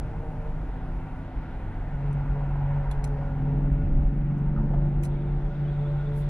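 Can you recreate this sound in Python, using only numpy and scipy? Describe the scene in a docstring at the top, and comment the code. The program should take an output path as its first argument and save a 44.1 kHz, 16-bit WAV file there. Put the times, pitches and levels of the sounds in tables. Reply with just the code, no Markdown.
"""Car cabin in traffic

The six-cylinder engine booms as a few wavering crank orders, faintly with the throttle shut, loudly once open.
An uneven eight in the next lane pulls away as sliding multiples of its cycle, with a rasping tailpipe.
Joints thud as decaying body swings; ticks, squeaks, a rustle and a high sizzle are rung noise or short tones.
Coloured noise makes the road, tyre and wind sound; all of it reaches two close microphone ports."""
import sys
import numpy as np
from scipy import signal
from scipy.fft import rfft, irfft, next_fast_len
from scipy.io import wavfile
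from scipy.ndimage import uniform_filter1d

SR = 44100
rng = np.random.default_rng(int(sys.argv[2]) if len(sys.argv) > 2 else 0)


def materialize(psi):
    """Save the field psi as 16-bit PCM at rate SR to the path in sys.argv[1].

    A 1-D psi becomes a single channel; in a 2-D psi each row is a channel.
    """
    bounded = np.clip(np.atleast_2d(psi).T, -1, 1)
    quanta = np.round(bounded * 32767).astype(np.int16)
    wavfile.write(sys.argv[1], SR, quanta)


N = 277389

# Own engine speed: time_s, firing_rate_hz
FIRING_RATE = [(0, 152.4), (.6, 151.8), (1.05, 148), (1.45, 144), (1.85, 141.6), (2.3, 142), (2.9, 141.3),
               (3.6, 142.2), (4.6, 143.4), (5.4, 144.2), (6.29, 144.9)]
# Cabin boom at the firing rate, throttle shut from 0.7 to 1.8 s: time_s, level_db
BOOM_LEVEL = [(0, -41.5), (.5, -39), (.62, -39.5), (.75, -51), (1.05, -44), (1.3, -50.5), (1.68, -51.5),
              (2.06, -26.5), (2.3, -31.5), (2.78, -27.5), (2.91, -34), (3.04, -30), (3.3, -32.5),
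              (3.5, -26), (3.86, -31), (4.36, -28), (4.8, -26.5), (5.55, -31), (5.63, -27.5), (5.97, -25.5),
              (6.12, -28.5), (6.29, -27.5)]
# Overtones of the firing tone: time_s, third_db, fourth_db
OVERTONE_LEVELS = [(0, -53.5, -55.5), (.47, -47, -51.5), (.75, -70, -70), (1.9, -71, -60), (2.08, -45, -54),
                   (2.3, -56, -59.5), (2.42, -51.5, -48), (2.6, -51.5, -57.5), (2.7, -57.5, -50),
                   (2.85, -56, -51.5), (2.93, -55.5, -59), (3.1, -48.5, -52), (3.2, -53, -44.5),
                   (3.42, -56, -61), (3.5, -47, -52.5), (4.0, -56, -51), (4.2, -55.5, -56), (4.4, -57, -54),
                   (4.65, -50.5, -54.5), (4.8, -49.5, -47), (5.01, -67, -53), (5.15, -45.5, -55.5),
                   (5.65, -55.5, -54), (5.87, -44.5, -45), (5.97, -58.5, -51), (6.11, -46.5, -49),
                   (6.29, -45, -49)]
# Second crank order, strongest before the throttle opens: time_s, level_db
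SECOND_ORDER_LEVEL = [(0, -40), (.6, -43.5), (1.1, -43.5), (1.8, -41.5), (2.6, -44), (4.2, -48),
                      (5.3, -49.5), (6.29, -52.5)]
# Weaker crank orders, three firings a turn: order_per_turn, level_db
WEAK_ORDERS = [(5, -62), (6, -57), (7, -59.5), (15, -62), (18, -64.5)]

# Next-lane engine speed: time_s, cycle_rate_hz
CYCLE_RATE = [(0, 20), (2.4, 20), (3.1, 19.9), (3.45, 20.15), (3.85, 20.55), (4.65, 21.3), (5.1, 21.7),
              (5.45, 21.9), (6.29, 21.9)]
# Next-lane engine loudness: time_s, level_db
NEXT_LEVEL = [(0, -50), (1, -47.5), (2, -46), (3, -49), (3.5, -37), (4.3, -35.5), (4.7, -37), (5.1, -40),
              (5.9, -48.5), (6.29, -50)]
# Its steadier multiples: multiple_per_cycle, relative_db
STEADY_MULTIPLES = [(8, -1.5), (13, -15), (16, -17)]
# Its more wavering multiples: multiple_per_cycle, relative_db
WAVERING_MULTIPLES = [(7, -7), (9, -6), (10, -12), (11, -7.5), (12, -32), (14, -20), (15, -19)]
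# Body resonances that the multiples slide through: centre_hz, width_hz, lift_db
BODY_RESONANCES = [(262.36, 16, 14), (349.6, 19, 14)]
# Rasp of the next-lane exhaust under load: time_s, level_db
RASP_LEVEL = [(.4, -70), (1.1, -56), (1.9, -62), (2.2, -52), (2.3, -55), (2.36, -48), (2.42, -48),
              (2.46, -56), (2.51, -43), (2.6, -44), (2.7, -48), (2.9, -49.5), (3.05, -54), (3.25, -51),
              (3.5, -52), (3.8, -79)]
# Tailpipe resonances: centre_hz, width_hz, relative_db
PIPE_MODES = [(770, 60, -2), (850, 60, 0), (930, 60, -1)]

# Road joints and the body swing they excite: start_s, drive_db, body_mode_hz
JOINT_THUDS = [(2.29, -13.5, 44.6), (2.969, -13, 29.8), (3.547, -14, 42.4), (3.712, -7, 45.4),
               (3.83, -18, 91.3), (3.906, -12, 30.3), (3.948, -7.5, 32.8), (3.997, -10, 56),
               (4.053, -8, 42.2), (4.572, -7.5, 43.3), (4.762, -7.5, 41.2)]
# Panel knocks on the hardest bumps: start_s, panel_peak_db, panel_hz
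PANEL_KNOCKS = [(3.175, -36.5, 570), (3.21, -37, 840), (3.255, -39.5, 807), (4.56, -39, 1320),
                (4.578, -36, 906), (4.605, -41, 760), (4.705, -34.5, 627), (4.732, -30.5, 756),
                (4.77, -41, 897), (4.81, -47.5, 780)]
# Trim ticks, with the share of low and top modes: start_s, drive_db, low_modes_db, top_mode_db
TRIM_TICKS = [(2.125, -52, -7, -14), (2.91, -39.5, 6.5, -45), (3.039, -35, -2, -8), (3.07, -53, -12, -18),
              (3.719, -58.5, -17, -22), (4.378, -58.5, -16, -24), (5.0315, -34.5, -2, -3),
              (5.043, -38, -2, -12), (5.052, -44, 0, -15)]
# Resonances of the trim: centre_hz, width_hz, relative_db
TRIM_MODES = [(2300, 1200, 3), (3420, 330, -1), (4160, 450, 0), (5200, 450, -2.5), (6030, 450, 2),
              (7110, 600, 1.5), (8100, 900, 0), (8950, 500, 3), (9750, 450, 0.5), (10700, 410, 2.5),
              (11600, 700, -4), (13500, 3500, -3.5)]
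# Short tones of the panels: centre_s, peak_db, pitch_hz, half_length_s
PANEL_SQUEAKS = [(2.917, -62, 9690, .014), (2.92, -55, 3450, .015), (5.037, -56, 10600, .005),
                 (5.03, -58, 6070, .006), (5.165, -56, 2270, .025), (5.22, -69.5, 3480, .03),
                 (5.28, -69, 3630, .025), (6.07, -62.5, 3500, .025), (3.806, -47.5, 1444, 0.04),
                 (4.609, -29.5, 215, 0.091), (5.53, -51, 1443, 0.045), (6.002, -49.5, 1442, 0.046),
                 (5.657, -58, 3020, .015), (5.69, -59, 3320, .02), (5.797, -63.5, 3530, 0.013),
                 (5.862, -59, 3450, 0.021), (6.225, -61, 3500, .01)]
# Soft rustle close by, its dull part: time_s, level_db
RUSTLE_LEVEL = [(5.02, -70), (5.3, -76.5), (5.45, -76.5), (5.75, -65.5), (6.1, -69.5), (6.22, -65),
                (6.29, -67)]

# Spectral density of the road noise, relative: frequency_hz, density_db
ROAD_SPECTRUM = [(12, -15), (25, 0.5), (48, 2.5), (76, -16), (130, -12), (200, -22), (300, -25.5),
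                 (420, -29), (650, -30.5), (1000, -37.5), (1300, -38.5), (2000, -40), (3300, -53),
                 (4800, -62), (7500, -69.5), (12000, -71.5), (13500, -93.5), (16000, -92)]
# Cabin resonances in the road noise: centre_hz, width_hz, lift_db
CABIN_RESONANCES = [(93.5, 5.4, 0), (768, 40, 7), (905, 196, 7.5), (1439, 200, 6.5), (2070, 44, 0.5),
                    (2675, 29, 6)]
# Likeness of the road noise at the two ports: frequency_hz, common_power_share (0 to 1)
PORT_LIKENESS = [(30, .9996), (70, .9985), (110, .995), (250, .976), (600, .98), (1200, .95), (1700, .99),
                 (2500, .8), (4000, .5), (5500, .1), (8000, 0)]
# Centres of body rumble, suspension, floor pan, tyre roar, wind and air hiss: centre_hz
LAYER_CENTRES = (40, 95, 260, 800, 2200, 8000)
# Roughness of the road, worst across the junction: time_s, roughness_db
ROUGHNESS = [(0, 0), (.12, 1.5), (1.9, -2), (2.3, 2), (2.9, 0), (3.15, 3.5), (3.4, 1), (3.6, 7.5),
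             (4.05, 9.5), (4.25, 1), (4.52, 2), (4.6, 10), (4.85, 7.5), (5.3, 1.5), (5.7, -1), (6.29, 1.5)]
# Response of body rumble, suspension and floor pan to roughness: share_db_per_db
ROUGHNESS_SHARES = (0.55, 0.59, 0.85)
# Upper road noise: time_s, tyre_roar_db, wind_db, air_hiss_db
UPPER_LAYERS = [(0, 2, -1.5, 3), (1.5, 1, 1.5, 0.5), (2.7, 3, 2.5, -0.5), (3.3, 2.5, 1.5, -.5),
                (4.1, -2.5, -1.5, -4.5), (4.8, 0.5, -1.5, -2.5), (5.5, 0, 0, -.5), (6.29, -0.5, 1, 2)]

PORT_LAG_S, SIDE_LAG_S, ENGINE_LAG_S, TICK_LAG_S = 5e-5, .00022, .0001, .0002
THUD_T60_S, THUD_RISE_S = .21, .011
TICK_T60_S, TICK_RISE_S, TICK_TAIL_T60_S, TICK_TAIL_DB = .032, .003, .12, -15
RATTLE_DB, RATTLE_PER_S, MODE_SCATTER_DB = 2.5, 600, 2.5
CHIRPS_FROM_S, CHIRP_TOP_DB, CHIRP_HZ, CHIRP_SPREAD_HZ, CHIRP_HALF_S = 5.1, -63.5, 3500, 300, .017
RUSTLE_BRIGHT_DB, SWISH_S, SWISH_DB, SWISH_WIDTH_S = -20, 6.192, -62, .045
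LUMPS_DB, LUMPS_PER_S, FLICKER_DB = 1.0, 20, 1.0
TOP_HZ = 15700


def undb(db):
    """Logarithmic level: decibels to amplitude gain."""
    return 10 ** (np.asarray(db) / 20)


def curves(table):
    """Linear interpolation: the columns after time, one value a sample."""
    s, *columns = np.transpose(table)
    return [np.interp(np.arange(N) / SR, s, column) for column in columns]


def log_curve(f, table):
    """Interpolation along log frequency, as spectra are drawn."""
    hz, values = np.transpose(table)
    return np.interp(np.log(f), np.log(hz), values)


def lift_db(f, resonances):
    """Resonant gain: each mode lifts the level by a bell around its centre."""
    return sum(db / (1 + (2 * (f - hz) / width) ** 2) for hz, width, db in resonances)


def walk(rate):
    """Smoothed random modulation: levels held 1 / rate s and averaged twice; spread near 1."""
    hold = int(SR / rate)
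    steps = np.repeat(rng.standard_normal(N // hold + 1), hold)
    return 1.27 * uniform_filter1d(uniform_filter1d(steps, hold), hold)[:N]


def ring(x, hz, width):
    """Resonance: a two-pole filter with gain 1 at its centre."""
    return signal.lfilter(*signal.iirpeak(hz, hz / width, SR), x)


def ring_twice(x, hz, width):
    """Cascaded resonance: two equal filters steepen the skirts."""
    return ring(ring(x, hz, width), hz, width)


def unit(x):
    """Normalisation: scaled to rms 1."""
    return x / np.sqrt(np.mean(x ** 2))


def add(track, s, sound):
    """Superposition: mixes a short sound in at a time."""
    i = int(s * SR)
    track[..., i:i + sound.shape[-1]] += sound[..., :N - i]


def decay(t, t60_s):
    """Exponential damping: the level falls 60 dB in t60_s."""
    return undb(-60 * t / t60_s)


def rise(t, rise_s):
    """Exponential build-up of a struck mode."""
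    return 1 - np.exp(-t / rise_s)


def tone(turns, db, waver_db, slip):
    """Engine order: a phase-locked sine whose level and timing waver with uneven burns."""
    level = np.sqrt(2) * undb(db + waver_db * walk(18))
    phase_turns = turns + slip * walk(12) + rng.random()
    return level * np.sin(2 * np.pi * phase_turns)


def ports(x, lag_s):
    """Arrival-time difference: a phase slope makes the right port later than the left by lag_s."""
    turn = np.exp(1j * np.pi * np.fft.rfftfreq(N, 1 / SR) * lag_s)
    return np.array([irfft(rfft(x) * turn, N), irfft(rfft(x) / turn, N)])


def own_engine():
    """Periodic combustion: a firing tone, its overtones and weaker crank orders share one phase."""
    third_db, fourth_db = curves(OVERTONE_LEVELS)
    firings = np.cumsum(curves(FIRING_RATE)[0]) / SR
    crank_turns = firings / 3
    out = tone(firings, curves(BOOM_LEVEL)[0], 1.1, .035)
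    out = out + tone(3 * firings, third_db, 3, .17)
    out = out + tone(4 * firings, fourth_db, 2.5, .18)
    out = out + tone(2 * crank_turns, curves(SECOND_ORDER_LEVEL)[0], 3, .1)
    return out + sum(tone(order * crank_turns, db, 3, .1) for order, db in WEAK_ORDERS)


def next_engine():
    """Uneven firing: the period is two crank turns, so many multiples of that cycle sound."""
    rate = curves(CYCLE_RATE)[0]
    cycles, level_db = np.cumsum(rate) / SR, curves(NEXT_LEVEL)[0]
    out = np.zeros(N)
    for multiples, waver_db in [(STEADY_MULTIPLES, 1.6), (WAVERING_MULTIPLES, 1.8)]:
        for multiple, relative_db in multiples:
            k = round(multiple)
            db = level_db + relative_db + lift_db(k * rate, BODY_RESONANCES)
            out += tone(k * cycles, db, waver_db, .035)
    return out


def buzz(spread_db=1.5, rasp=.045, puff_cycles=.5, jitter_cycles=.04):
    """Pulse-excited pipe: one strong cylinder pops once a cycle, unevenly, and gas rasps after it."""
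    cycles = np.cumsum(curves(CYCLE_RATE)[0]) / SR - .15 + jitter_cycles * walk(20)
    count = cycles.clip(0).astype(int)
    pops = np.diff(count, prepend=0).clip(0)
    gas = rasp * rng.standard_normal(N) * np.exp(-(cycles % 1) / puff_cycles)
    # every pop weights the pipe modes anew
    size_db = spread_db * rng.standard_normal((200, len(PIPE_MODES)))[count]
    pipe = np.zeros(N)
    for k, (hz, width, db) in enumerate(PIPE_MODES):
        drive = (pops + gas) * undb(db + size_db[:, k])
        pipe += ring(ring(drive, hz, width), hz, 2 * width)
    return unit(pipe) * undb(curves(RASP_LEVEL)[0])


def joints(knock_t60_s=.095, panel_width_hz=260, pan_db=-18):
    """Damped oscillation: joints swing the body a few cycles; hard bumps ring a panel and the floor pan."""
    out, t = np.zeros(N), np.arange(SR // 3) / SR
    for s, db, hz in JOINT_THUDS:
        swing = np.sin(2 * np.pi * hz * t) * decay(t, THUD_T60_S) * rise(t, THUD_RISE_S)
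        add(out, s, undb(db) * swing)
    for s, db, hz in PANEL_KNOCKS:
        shake = rng.standard_normal(len(t)) * decay(t, knock_t60_s) * rise(t, .0056)
        panel = ring_twice(shake, hz, panel_width_hz)
        pan = ring_twice(shake, 217, 30)
        knock = panel / abs(panel).max() + undb(pan_db) * pan / abs(pan).max()
        add(out, s, undb(db) * knock)
    return out


def ticks():
    """Modal excitation: a rattling snap from the right rings the trim, partly unlike at the two ports."""
    out, t = np.zeros((2, N)), np.arange(SR // 5) / SR
    rattle = undb(RATTLE_DB * walk(RATTLE_PER_S))
    for s, db, low_db, top_db in TRIM_TICKS:
        common, apart = rng.standard_normal(len(t)), rng.standard_normal((2, len(t)))
        fade = decay(t, TICK_T60_S) + undb(TICK_TAIL_DB) * decay(t, TICK_TAIL_T60_S)
        fade = fade * rise(t, TICK_RISE_S) * np.resize(rattle[int(s * SR):], len(t))
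        left_later = np.array([np.roll(common, round(TICK_LAG_S * SR)), common])
        snap = (left_later + .99 * apart) * fade
        trim = np.zeros_like(snap)
        for hz, width, mode_db in TRIM_MODES:
            share_db = low_db if 3000 < hz < 5000 else top_db if hz > 12000 else 0
            gain = undb(mode_db + share_db + MODE_SCATTER_DB * rng.standard_normal())
            trim += gain * ring(ring_twice(snap, hz, width), hz, 2 * width)
        add(out, s, undb(db) * trim)
    return out


def squeaks(count=60):
    """Windowed tones: narrow blips swell and fade; faint high chirps come at random with the rustle."""
    out, chirps = np.zeros(N), []
    for when, fall, detune in rng.random((count, 3)):
        s = CHIRPS_FROM_S + when * (N / SR - CHIRPS_FROM_S)
        hz = CHIRP_HZ + CHIRP_SPREAD_HZ * (2 * detune - 1)
        chirps.append((s, CHIRP_TOP_DB - 18 * fall, hz, CHIRP_HALF_S))
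    for s, db, hz, half_s in [*PANEL_SQUEAKS, *chirps]:
        t = np.arange(int(2 * half_s * SR)) / SR
        swell = np.sin(np.pi * t / (2 * half_s)) ** 2
        add(out, s - half_s, undb(db) * np.sin(2 * np.pi * hz * t) * swell)
    return out


def rustle():
    """Friction noise: patchy filtered rubbing starts dull and ends in a bright swish."""
    t, dull_db = np.arange(N) / SR, curves(RUSTLE_LEVEL)[0]
    swish = undb(SWISH_DB) * np.exp(-((t - SWISH_S) / SWISH_WIDTH_S) ** 2)
    start = np.clip((t - RUSTLE_LEVEL[0][0]) / .1, 0, 1)
    dull, bright = rng.standard_normal((2, 2, N))
    dull = ring(ring_twice(dull, 3500, 1500), 3500, 1500) + 1.2 * ring(dull, 3520, 300)
    dull = unit(dull) * undb(dull_db + 3 * walk(50))
    bright = (ring_twice(bright, 10000, 11000) + .5 * ring(bright, 4800, 1500)
              + 1.4 * ring(bright, 10400, 900))
    bright_level = (undb(dull_db + RUSTLE_BRIGHT_DB) + swish) * undb(1.5 * walk(48))
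    return start * (dull + unit(bright) * bright_level)


def road(level_db=-31):
    """Filtered noise: body and cabin colour it, half-octave bands follow the road and flicker alone."""
    size = next_fast_len(N)
    f = np.fft.rfftfreq(size, 1 / SR) + 1e-3  # keeps the logarithm finite
    colour_db = log_curve(f, ROAD_SPECTRUM) + lift_db(f, CABIN_RESONANCES)
    alike = np.clip(log_curve(f, PORT_LIKENESS), 0, 1)
    common, left, right = rfft(rng.standard_normal((3, size)))
    turn = np.exp(1j * np.pi * f * PORT_LAG_S)
    pair = np.sqrt(alike) * common * [turn, 1 / turn] + np.sqrt(1 - alike) * np.array([left, right])
    pair = pair * undb(colour_db)
    # level before the layers swing it
    pair = pair * undb(level_db) / np.std(irfft(pair, size))
    rough_db = curves(ROUGHNESS)[0]
    layers = [share * rough_db for share in ROUGHNESS_SHARES] + curves(UPPER_LAYERS)
    layers[0] = layers[0] + LUMPS_DB * walk(LUMPS_PER_S)
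    out = np.zeros((2, N))
    for hz in 14 * 2 ** np.arange(0, 10.6, .5):
        band = np.cos(np.pi * np.clip(np.log2(f / hz), -.5, .5)) ** 2
        # each band blends the two layers nearest in log frequency
        place = np.interp(np.log(hz), np.log(LAYER_CENTRES), np.arange(6))
        db = sum(max(1 - abs(place - k), 0) * layer for k, layer in enumerate(layers))
        out += undb(db + FLICKER_DB * walk(9)) * irfft(pair * band, size)[:, :N]
    return out


def sizzle(level_db=-87.5, drop_from_s=3.4, drop_db=-4):
    """Narrow-band noise: a faint high sizzle flickers and thins out halfway."""
    noise = unit(ring_twice(rng.standard_normal((2, N)), 10500, 650))
    late = np.clip((np.arange(N) / SR - drop_from_s) / .3, 0, 1)
    return noise * undb(level_db + drop_db * late + 3.2 * walk(40))


def scene():
    """Superposition of all sources at the two ports; the next lane lies off to one side."""
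    engines = ports(own_engine(), ENGINE_LAG_S) + ports(next_engine(), SIDE_LAG_S)
    shared_lag = ports(buzz() + joints() + squeaks(), PORT_LAG_S)
    return engines + shared_lag + ticks() + rustle() + road() + sizzle()


def record(dry):
    """Band limiting: a steep elliptic low-pass cuts the top."""
    return signal.sosfilt(signal.ellip(8, .2, 70, TOP_HZ, fs=SR, output="sos"), dry)


dry = scene()
out = record(dry)
materialize(out)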